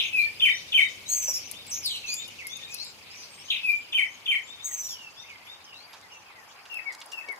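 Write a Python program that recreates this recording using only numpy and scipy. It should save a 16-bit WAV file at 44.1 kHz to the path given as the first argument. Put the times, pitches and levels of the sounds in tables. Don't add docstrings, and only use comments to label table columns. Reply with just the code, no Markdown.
import sys
import numpy as np
from scipy import signal
from scipy.fft import rfft, irfft, next_fast_len
from scipy.io import wavfile
from scipy.ndimage import uniform_filter1d

SR = 44100
rng = np.random.default_rng(int(sys.argv[2]) if len(sys.argv) > 2 else 0)


def linear_from_db(decibels):
    return 10 ** (np.asarray(decibels, float) / 20)


def inscribe(sig):
    pcm = np.round(np.clip(np.atleast_2d(sig).T, -1, 1) * 32767)
    wavfile.write(sys.argv[1], SR, pcm.astype(np.int16))


N = 325899
T = np.arange(N) / SR

# multiple, level_db
CLEAR_OVERTONES = [(2, -27.5), (3, -39), (4, -30.5), (5, -27.5)]


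def rms_one(x):
    return x / np.sqrt(np.mean(x ** 2) + 1e-20)


def drift(rate_hz, size=N):
    r = np.exp(-2 * np.pi * rate_hz / SR)
    noise = rng.standard_normal(size + 4000)
    return rms_one(signal.lfilter([1], [1, -2 * r, r * r], noise)[4000:])


def ring(x, hz, width_hz):
    r = np.exp(-np.pi * width_hz / SR)
    zeros = np.array([1, 0, -1]) * (1 - r * r) / 2
    return signal.lfilter(zeros, [1, -2 * r * np.cos(2 * np.pi * hz / SR), r * r], x)


def running_phase(hz):
    return 2 * np.pi * np.cumsum(hz) / SR


def add(track, start_s, sound):
    i = round(start_s * SR)
    track[i:i + len(sound)] += sound[:N - i]


def whistles(notes, swell, overtones=(), hoarse_hz=0):
    out = np.zeros(N)
    shake_hz = hoarse_hz * drift(90)
    for start_s, length_s, first_hz, middle_hz, last_hz, level_db in notes:
        u = np.linspace(0, 1, round(length_s * SR))
        bend = np.polyfit([0, .5, 1], [first_hz, middle_hz, last_hz], 2)
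        phase = running_phase(np.polyval(bend, u))
        rough = phase + running_phase(np.resize(shake_hz[round(start_s * SR):], len(u)))
        tone = np.sin(.85 * phase + .15 * rough)
        tone = tone + sum(linear_from_db(db) * np.sin(round(k) * rough) for k, db in overtones)
        add(out, start_s, linear_from_db(level_db) * np.sin(np.pi * u).clip(0) ** swell * tone)
    return out


def glides(rows, early=.61):
    return [(s, length, a, a + early * (b - a), b, db) for s, length, a, b, db in rows]


def sung(motif, times):
    return [(s + at, *pitch, db + loud) for at, loud in times for s, *pitch, db in motif]


def crested(rows, climb, tip, crest, octave_db=-40):
    out = np.zeros(N)
    for start_s, length_s, crest_hz, level_db in rows:
        u = np.linspace(0, 1, round(length_s * SR))
        rise = climb * np.abs(1 - u / crest) ** 2.2
        fall = tip * ((u - crest) / (1 - crest)) ** 2
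        phase = running_phase(crest_hz * (1 - np.where(u < crest, rise, fall)))
        swell = np.sin(np.pi * u ** 0.82).clip(0) ** 0.44
        add(out, start_s, linear_from_db(level_db) * swell * (np.sin(phase) + linear_from_db(octave_db) * np.sin(2 * phase)))
    return out


def warbles(tables, rate_hz, uneven, low_db, overtones, higher=1, wider=1):
    out = np.zeros(N)
    for rows in tables:
        s, centre_hz, swing_hz, level_db = np.transpose(rows)
        t = np.arange(s[0], s[-1], 1 / SR)
        shake = np.cos(running_phase(rate_hz * (1 + uneven * drift(56.9, size=len(t)))))
        shake = np.tanh(0.87 * shake)
        centre = higher * np.interp(t, s, centre_hz)
        phase = running_phase(centre + wider * np.interp(t, s, swing_hz) * shake)
        tone = np.sin(phase) + sum(linear_from_db(db) * np.sin(round(k) * phase) for k, db in overtones)
        loud_db = np.interp(t, s, level_db) - low_db * shake + 2.9 * drift(70, size=len(t))
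        add(out, s[0], linear_from_db(loud_db) * tone)
    return out


def among_trees(x, lean_db, lag_s, wet_db, t60, echo_db, shadow_db=0, echoes=None, blur=.15, dull_db=0):
    # delay_s, level_db
    pond_echoes = [(.007, 4.5), (0.012, 3), (0.027, -3.5), (0.039, -6), (0.059, -9.5), (.125, -9)]
    t = np.arange(SR) / SR
    scatter = rng.standard_normal((2, SR)) * linear_from_db(3 * rng.exponential(1, (2, SR)).clip(0, 4))
    tail = scatter * linear_from_db(-60 * t / t60) * (1 - np.exp(-t / 0.0003))
    path = linear_from_db(wet_db) * tail / np.sqrt(np.sum(tail ** 2, axis=1, keepdims=True))
    for delay_s, db in pond_echoes if echoes is None else echoes:
        cluster = scatter * np.exp(-((t - delay_s) / (blur * delay_s)) ** 2)
        path += linear_from_db(db + echo_db) * cluster / np.sqrt(np.sum(cluster ** 2, axis=1, keepdims=True))
    size = next_fast_len(N + SR)
    hz = np.arange(size // 2 + 1) * SR / size
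    direct = np.exp(-2j * np.pi * hz * np.array([[0], [lag_s]]))
    leaves = linear_from_db(-dull_db * ((hz - 2300) / 800).clip(0, 1))
    lean = lean_db + shadow_db * (hz / 13000).clip(0, 1) ** 2
    path = (direct + leaves * rfft(path, size)) * linear_from_db(lean * np.array([[.5], [-.5]]))
    return irfft(rfft(x, size) * path, size)[:, :N]


def bed(spectrum, level_db, patchy_db):
    # pitch_hz, left_right_likeness
    likeness = [(60, 0.35), (130, 0.54), (290, 0.37), (640, 0.51), (1410, 0.3), (3100, 0.0013),
                (6820, 0.12), (15000, 0.078)]
    like_hz, like = np.transpose(likeness)
    point_hz, point_db = np.transpose(spectrum)
    out, white = 0, rng.standard_normal((2, 2, N))
    edges = point_hz[0] * 2 ** np.arange(0, np.log2(point_hz[-1] / point_hz[0]) + .2, 1 / 3)
    for k, (low, high) in enumerate(zip(edges, edges[1:])):
        band = signal.butter(2, [low, high], "band", fs=SR, output="sos")
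        mid, side = signal.sosfilt(band, white[k % 2])
        log_hz = np.log(np.sqrt(low * high))
        alike = np.clip(np.interp(log_hz, np.log(like_hz), like), -1, 1)
        flicker_db = patchy_db * drift(22 * 16, size=N // 16 + 2)
        gain = linear_from_db(np.interp(log_hz, np.log(point_hz), point_db) + flicker_db)
        gain = np.interp(T * SR / 16, np.arange(len(gain)), gain)
        out = out + gain * (np.sqrt(1 + alike) * mid + np.sqrt(1 - alike) * side * [[1], [-1]])
    return linear_from_db(level_db) * rms_one(out)


def air(dawn_db, nearing_db, chorus_db):
    # pitch_hz, level_db per Hz
    rumble_bands = [(15, -49), (25, -22), (49, -13.5), (92, -5), (198, -6), (500, -9), (650, -4.5),
                    (1100, -120)]
    traffic_bands = [(240, -8), (400, -4), (611, -1.5), (927, 6.5), (1540, -1.5), (1900, 2), (2470, -37),
                     (4180, -120)]
    chorus_bands = [(1700, -25), (2250, 7.5), (3590, 0.5), (4200, 0), (5190, -5), (6530, -0.5), (9000, -80),
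                    (11700, -49)]
    hiss_bands = [(4410, -35), (7500, -12), (8400, -8.5), (12200, -12.5), (14700, -11), (16200, -20)]
    rumble_db = -56.5 + 1.07 * dawn_db
    hiss_db = -57 + 2.05 * dawn_db + 2.47 * nearing_db
    out = bed(rumble_bands, rumble_db, 0.22) * linear_from_db([[1.2], [-1.2]])
    out = out + bed(traffic_bands, -59.5 + nearing_db, 0.91)
    out = out + bed(chorus_bands, chorus_db - 2.1, 3.47) * linear_from_db([[.8], [-.8]])
    out = out + bed(hiss_bands, hiss_db, 0.57)
    return out + linear_from_db(rumble_db - 8 + 2.5 * drift(4)) * np.sin(2 * np.pi * 97 * T)


def twitter(level_db):
    notes = []
    for when, pitch, bend, length, soft in rng.random((400, 5)):
        hz = 2300 * 2 ** (.6 * pitch)
        b = 1 + .2 * (bend - .7)
        notes.append((7.3 * when, .03 + .05 * length, hz, hz * b, hz * b ** 1.6, -8 * soft))
    return linear_from_db(level_db) * rms_one(whistles(notes, 0.22))


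def katydids():
    throb = np.clip(np.sin(2 * np.pi * 25.5 * T) + .1, 0, 1) * linear_from_db(3 * drift(1.2))
    low, high = [rms_one(ring(ring(rng.standard_normal(N), hz, 260), hz, 260)) for hz in (4900, 12900)]
    return linear_from_db(-55 - .6 * T) * throb * low + linear_from_db(-73 - 1.2 * T) * high


def rustles():
    # start_s, peak_db, centre_hz, length_s
    touches = [(1.281, -33, 566, 0.028), (1.488, -44, 3500, 0.0094), (5.931, -37.5, 2940, 0.022),
               (5.932, -40, 890, 0.047), (5.967, -50, 5800, .005), (6.013, -43, 5100, 0.005),
               (6.302, -39, 970, 0.0084), (6.563, -45, 1170, 0.021), (6.654, -37, 2360, 0.012),
               (6.922, -37.5, 4700, 0.023), (6.949, -32, 4740, 0.0044), (7.003, -36, 6000, 0.0044),
               (7.014, -30, 2660, 0.011), (7.117, -34.5, 4430, 0.018), (7.285, -37.5, 437, 0.023),
               (7.286, -33.5, 3160, 0.0061), (7.36, -42, 4000, 0.005)]
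    out = np.zeros(N)
    u = np.arange(4000) / SR
    for start_s, peak_db, hz, length_s in touches:
        grains = rng.standard_normal(4000) * linear_from_db(2 * rng.exponential(1, 4000))
        grains = grains * np.exp(-(u / length_s) ** 2)
        burst = ring(ring(grains, hz, 1.25 * hz), hz, 1.25 * hz)
        add(out, start_s, linear_from_db(peak_db) * burst / np.sqrt(np.sum(burst ** 2) / (length_s * SR)) / 4)
    return out


def ticks():
    # start_s, level_db
    tick_times = [(1.514, -25.5), (1.6672, -39), (1.86, -25), (1.959, -40), (2.141, -25.5), (2.28, -38.5),
                  (2.47, -28), (2.5698, -40), (2.7437, -27.5), (2.847, -40), (6.742, -41.5), (7.06, -42),
                  (7.323, -46)]
    snaps = np.zeros(N) + 1e-18
    u = np.arange(60)
    for start_s, level_db in tick_times:
        add(snaps, start_s, [linear_from_db(level_db + 20.5)])
        add(snaps, start_s + .003, linear_from_db(level_db + 8.5) * rng.standard_normal(60) * np.exp(-u / 25))
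    return ring(snaps, 10460, 2140) + 0.17 * ring(snaps, 21000, 3000)


def right_bank():
    # start_s, length_s, first_hz, last_hz, peak_db
    glide_rows = [(3.255, 0.037, 2680, 2360, -60), (3.185, 0.023, 2000, 1830, -56),
                  (3.4, 0.0078, 3000, 2160, -64), (5.4, 0.068, 1970, 2176, -57),
                  (5.46, 0.063, 2400, 1880, -55.5), (5.6, 0.059, 3650, 3680, -59),
                  (6.25, 0.055, 2760, 2383, -52), (2.04, 0.1, 2687, 2387, -35.5),
                  (2.385, 0.043, 2904, 1977, -36.5), (2.44, 0.035, 2257, 2096, -38),
                  (3.3, 0.12, 8300, 8300, -56), (3.47, 0.038, 6400, 3800, -50),
                  (4.85, 0.091, 3800, 4730, -48.5), (4.88, 0.089, 3760, 2950, -44.5),
                  (4.96, 0.13, 3010, 2630, -44), (5.235, 0.072, 1957, 2970, -48),
                  (5.285, 0.027, 2915, 2300, -42), (5.3, 0.066, 2290, 2050, -48),
                  (5.642, 0.0107, 6600, 4970, -44.5), (5.652, 0.011, 5300, 5100, -45),
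                  (6.56, 0.058, 4010, 4460, -60), (5.66, 0.11, 3180, 2640, -49.5),
                  (6.11, 0.066, 2926, 2640, -48), (6.27, .04, 2545, 2490, -55),
                  (4.67, 0.054, 2300, 1880, -48.5), (1.92, 0.056, 4340, 4400, -45),
                  (1.99, 0.063, 4550, 4560, -57)]
    # start_s, length_s, crest_hz, peak_db
    far_hoops = [(.5, 0.13, 6020, -43), (3.09, 0.17, 6080, -48), (6.065, 0.16, 6150, -60)]
    # start_s, level_db
    cricket_times = [(5.43, -65), (5.86, -65), (6.4, -66)]
    cricket = sung([(0, .093, 11300, 11300, 0)], cricket_times)
    out = whistles(glides(glide_rows + cricket), 0.18)
    out += crested(far_hoops, .3, .32, .7)
    return out * linear_from_db(3.5 * drift(60) - 1)


def left_bank():
    # start_s, length_s, first_hz, last_hz, peak_db
    glide_rows = [(.17, 0.11, 3860, 4470, -47), (.25, 0.035, 1950, 1770, -47.5),
                  (.58, 0.021, 4500, 3500, -48), (1.055, 0.11, 3750, 4710, -43.5),
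                  (2.56, 0.039, 2700, 2380, -46.5), (2.275, 0.017, 3080, 2845, -40.5),
                  (2.6, 0.058, 1950, 1790, -55), (2.66, 0.12, 2340, 2667, -49),
                  (3.17, 0.043, 2650, 2300, -55), (2.78, 0.065, 3960, 4610, -39),
                  (3.09, 0.05, 2850, 2150, -62), (3.482, .02, 3050, 3050, -42),
                  (3.82, 0.034, 3380, 2800, -49), (5.74, 0.12, 3660, 4700, -51),
                  (5.865, 0.055, 2450, 1880, -57), (6.025, 0.047, 2150, 1960, -52),
                  (3.59, 0.043, 3700, 3700, -53), (3.72, 0.036, 3250, 2950, -52),
                  (6.26, 0.081, 2650, 1900, -55), (6.35, 0.092, 2140, 1760, -56)]
    # start_s, length_s, first_hz, last_hz, level_db
    call = [(0, 0.049, 2803, 2670, -2), (.035, 0.051, 2730, 2550, 2), (.085, 0.013, 2400, 1880, -7),
            (.11, .045, 1830, 1950, -13.5), (.145, 0.015, 2387, 2180, -9)]
    # start_s, length_s, crest_hz, level_db
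    call_end = (.157, .062, 2210, 1.7)
    # start_s, level_db
    call_times = [
        (6.698, -35.5),
        (7.12, -37.5),
    ]
    # start_s, length_s, crest_hz, peak_db
    hoops = [(.015, 0.08, 6620, -44.5), (1.4, 0.082, 6130, -42.5), (2.46, 0.13, 6520, -47.5),
             (2.79, 0.12, 7430, -51), (3.37, 0.21, 6610, -52), (3.7, 0.16, 7400, -62),
             (4.055, 0.11, 6550, -52), (4.4, 0.12, 7400, -56.5), (5.15, 0.13, 6050, -53.5)]
    pipes = [(.48, 0.088, 3714, -37), (.68, 0.02, 3770, -45), (.785, 0.11, 3760, -36.5),
             (1.535, 0.097, 3706, -45.5), (2.165, 0.094, 3700, -38.5), (2.495, 0.087, 3673, -38),
             (2.61, 0.079, 3740, -40.5), (4.47, 0.098, 3706, -43.5), (4.58, 0.1, 3745, -44),
             (5.165, 0.078, 3670, -44.5), (5.47, 0.083, 3714, -44.5)]
    out = whistles(glides(glide_rows) + glides(sung(call, call_times), 0.464), 0.22, CLEAR_OVERTONES)
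    out += crested(hoops, .29, .3, .75)
    out = out * linear_from_db(3.5 * drift(60) - 1)
    out += crested(pipes, .085, .08, .78, octave_db=-25)
    return out + crested(sung([call_end], call_times), -.025, .19, .45)


def rasp_paths(rows, swing):
    # share_of_length, share_of_sweep, level_db
    rasp_shape = [(0, 0.011, -13.5), (0.221, .5, -4), (0.649, .92, -3), (1, 0.93, -15)]
    return [[(s + u * length, a + done * (b - a), swing * (a + b) / 2, db + d) for u, done, d in rasp_shape]
            for s, length, a, b, db in rows]


def rasps():
    # start_s, length_s, first_hz, last_hz, level_db
    rising = [
        (2.06, 0.17, 6050, 7230, -34),
        (2.07, 0.083, 3860, 4960, -31.5),
    ]
    falling = [
        (2.705, 0.064, 7930, 4700, -36.5),
        (2.76, 0.15, 5580, 4430, -40.5),
        (3.15, 0.14, 6970, 4970, -45.5),
    ]
    # start_s, centre_hz, swing_hz, level_db
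    warbled = [
        [(1.676, 7300, 60, -48), (1.69, 8070, 90, -48), (1.706, 8130, 200, -38), (1.716, 5820, 705, -31.5),
         (1.75, 6090, 880, -26.5), (1.785, 6210, 730, -39.5), (1.83, 6100, 604, -51)],
        [(1.825, 5600, 300, -45), (1.85, 4870, 355, -30), (1.885, 3723, 460, -30.5), (1.915, 3574, 800, -34),
         (1.96, 3400, 1010, -34.5), (2.0, 3360, 980, -48), (2.04, 3600, 900, -50)],
    ]
    sweeps = rasp_paths(rising, .06) + rasp_paths(falling, .19)
    out = warbles(sweeps, rate_hz=300, uneven=0.21, low_db=2.0, overtones=[(2, -17.5)])
    return out + warbles(warbled, rate_hz=170, uneven=0.6, low_db=-2.0, overtones=[(2, -14.0), (3, -19.5)])


def buzz_paths():
    # middle_s, pitch_hz
    syllables = [(0.035, 6510), (0.101, 6320), (0.164, 6000), (.22, 5740), (0.28, 5420)]
    # start_s, level_db, first_dip_db, last_dip_db, fade_db
    buzz_times = [
        (1.076, -27, 4.2, 20, 2.2),
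        (4.633, -32, 19, 17, 4.7),
    ]
    swing_hz, end_s, edge_db, hold_s = 290, .036, 28, .036
    s, hz = np.transpose(syllables)
    gap_s, gap_hz = (s[1:] + s[:-1]) / 2, (hz[1:] + hz[:-1]) / 2
    paths = []
    for at, level_db, first_dip_db, last_dip_db, fade_db in buzz_times:
        points = [(-.004, 0.94 * hz[0], edge_db), (s[-1] + end_s, hz[-1], edge_db)]
        points += zip(gap_s, gap_hz, np.linspace(first_dip_db, last_dip_db, len(s) - 1))
        points += zip(s - hold_s / 2, hz, 0 * s)
        points += zip(s + hold_s / 2, hz, 0 * s)
        paths.append([(at + t, f, swing_hz, level_db - dip - fade_db * t / s[-1])
                      for t, f, dip in sorted(points)])
    return paths


def two_voiced_buzz():
    paths = buzz_paths()
    low = warbles(paths, rate_hz=180, uneven=0.246, low_db=-4.5, overtones=[(2, -16)])
    high = warbles(paths, rate_hz=240, uneven=.38, low_db=1.5, overtones=[(2, -11)], higher=1.27, wider=2.2)
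    size = np.sqrt(uniform_filter1d(low ** 2, size=600) + 1e-9)
    return low + linear_from_db(-8.5) * high + linear_from_db(-11.5) * ring(low * high / size, 14800, 8100)


def thrush():
    # start_s, length_s, first_hz, last_hz, level_db
    chirp = [(-.001, 0.01, 3514, 3430, -9.5), (.005, .007, 3430, 2580, -4),
             (.011, 0.014, 2580, 2400, -11.5), (.02, .031, 3147, 3029, 3), (.049, 0.0084, 2970, 2440, -2.5),
             (.054, .027, 2450, 2140, 2), (.079, .016, 2117, 1916, -6)]
    slur = [
        (.002, 0.055, 2637, 2437, -2.5),
        (.046, 0.053, 2455, 2324, 0.5),
    ]
    # start_s, centre_hz, swing_hz, level_db
    rattle = [(-.008, 3150, 80, -26), (0, 3590, 480, 3.5), (.01, 3103, 900, 1.5), (.035, 2924, 730, -6),
              (.058, 2680, 544, -9.5), (.078, 2745, 450, -27)]
    # start_s, level_db
    chirp_times = [(0.399, -17), (0.722, -16.5), (3.924, -21), (4.258, -22)]
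    slur_times = [(0.127, -19.5), (3.629, -22)]
    rattle_times = [(0, -22.5), (3.506, -24)]
    # multiple, level_db
    harsh_overtones = [(2, -33), (3, -35), (4, -30), (5, -35)]
    chirps = whistles(glides(sung(chirp, chirp_times), .58), .35, harsh_overtones, hoarse_hz=120)
    slurs = whistles(glides(sung(slur, slur_times), .56), .35, CLEAR_OVERTONES, hoarse_hz=4)
    paths = [[row for row in sung(rattle, [at]) if row[0] >= 0] for at in rattle_times]
    rattles = warbles(paths, rate_hz=190, uneven=0.305, low_db=2.0, overtones=harsh_overtones)
    return chirps * linear_from_db(1.5 * drift(110)) + slurs * linear_from_db(1.5 * drift(25)) + rattles


def scene():
    # time_s, level_db
    dawn_curve = [(0, -1), (1.38, -0.64), (6.25, -10), (7.39, -14.5)]
    # time_s, level_db
    nearing_curve = [(0, .5), (1.38, 0), (6.25, 4), (7.39, 9.5)]
    # delay_s, level_db
    perch_echoes = [(.007, -7.5), (.013, -5), (.027, -8.5), (.04, -7.5), (.061, -8), (.085, -17.5),
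                    (.125, -30)]
    dawn_db, nearing_db = [np.interp(T, *np.transpose(curve)) for curve in (dawn_curve, nearing_curve)]
    chorus_db = -44 + 1.16 * dawn_db + 0.34 * nearing_db
    return (air(dawn_db, nearing_db, chorus_db)
            + among_trees(twitter(chorus_db - 23), 1.1, .0001, wet_db=3, t60=.7, echo_db=0)
            + among_trees(rustles(), -2.9, -0.000011, wet_db=-8.0, t60=1.0, echo_db=-30)
            + among_trees(ticks(), 15.2, 0.00047, wet_db=-18.5, t60=0.22, echo_db=-26)
            + among_trees(right_bank() + katydids(), -1.5, -.0001, wet_db=-10, t60=.5, echo_db=-11)
            + among_trees(left_bank(), 5.8, 0.00013, wet_db=-7.0, t60=0.21, echo_db=-11.5)
            + among_trees(two_voiced_buzz() + rasps(), .1, .00012, wet_db=-9, t60=.16, echo_db=-11, shadow_db=6)
            + among_trees(thrush(), 3.2, .000112, wet_db=-15.5, t60=0.92, echo_db=1,
                          echoes=perch_echoes, blur=0.084, dull_db=2.0))


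def drop_masked(x):
    mask_db, up_db, down_db, treble_db = 32.5, 21, 50, 9.5
    hz, _, cells = signal.stft(x, SR, nperseg=1024)
    power = uniform_filter1d(np.mean(np.abs(cells) ** 2, axis=0), size=9, axis=0)
    db = 10 * np.log10(np.abs(power) + 1e-20)
    octave = np.log2(hz[:, None] + 500)
    up = np.maximum.accumulate(db + up_db * octave, axis=0) - up_db * octave
    down = np.maximum.accumulate((db - down_db * octave)[::-1], axis=0)[::-1] + down_db * octave
    margin_db = mask_db - treble_db * (octave - np.log2(4000)).clip(0)
    kept = np.clip((db - np.maximum(up, down) + margin_db) / 3, 0, 1)
    return signal.istft(cells * kept, SR, nperseg=1024)[1][:, :N]


def roll_off(x):
    return signal.sosfilt(signal.butter(12, 16010, fs=SR, output="sos"), x)


def record(dry):
    top_cut = signal.cheby2(14, 60, 16400, fs=SR, output="sos")
    mix = drop_masked(signal.sosfilt(top_cut, dry))
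    return roll_off(mix)


dry = scene()
out = record(dry)
inscribe(out)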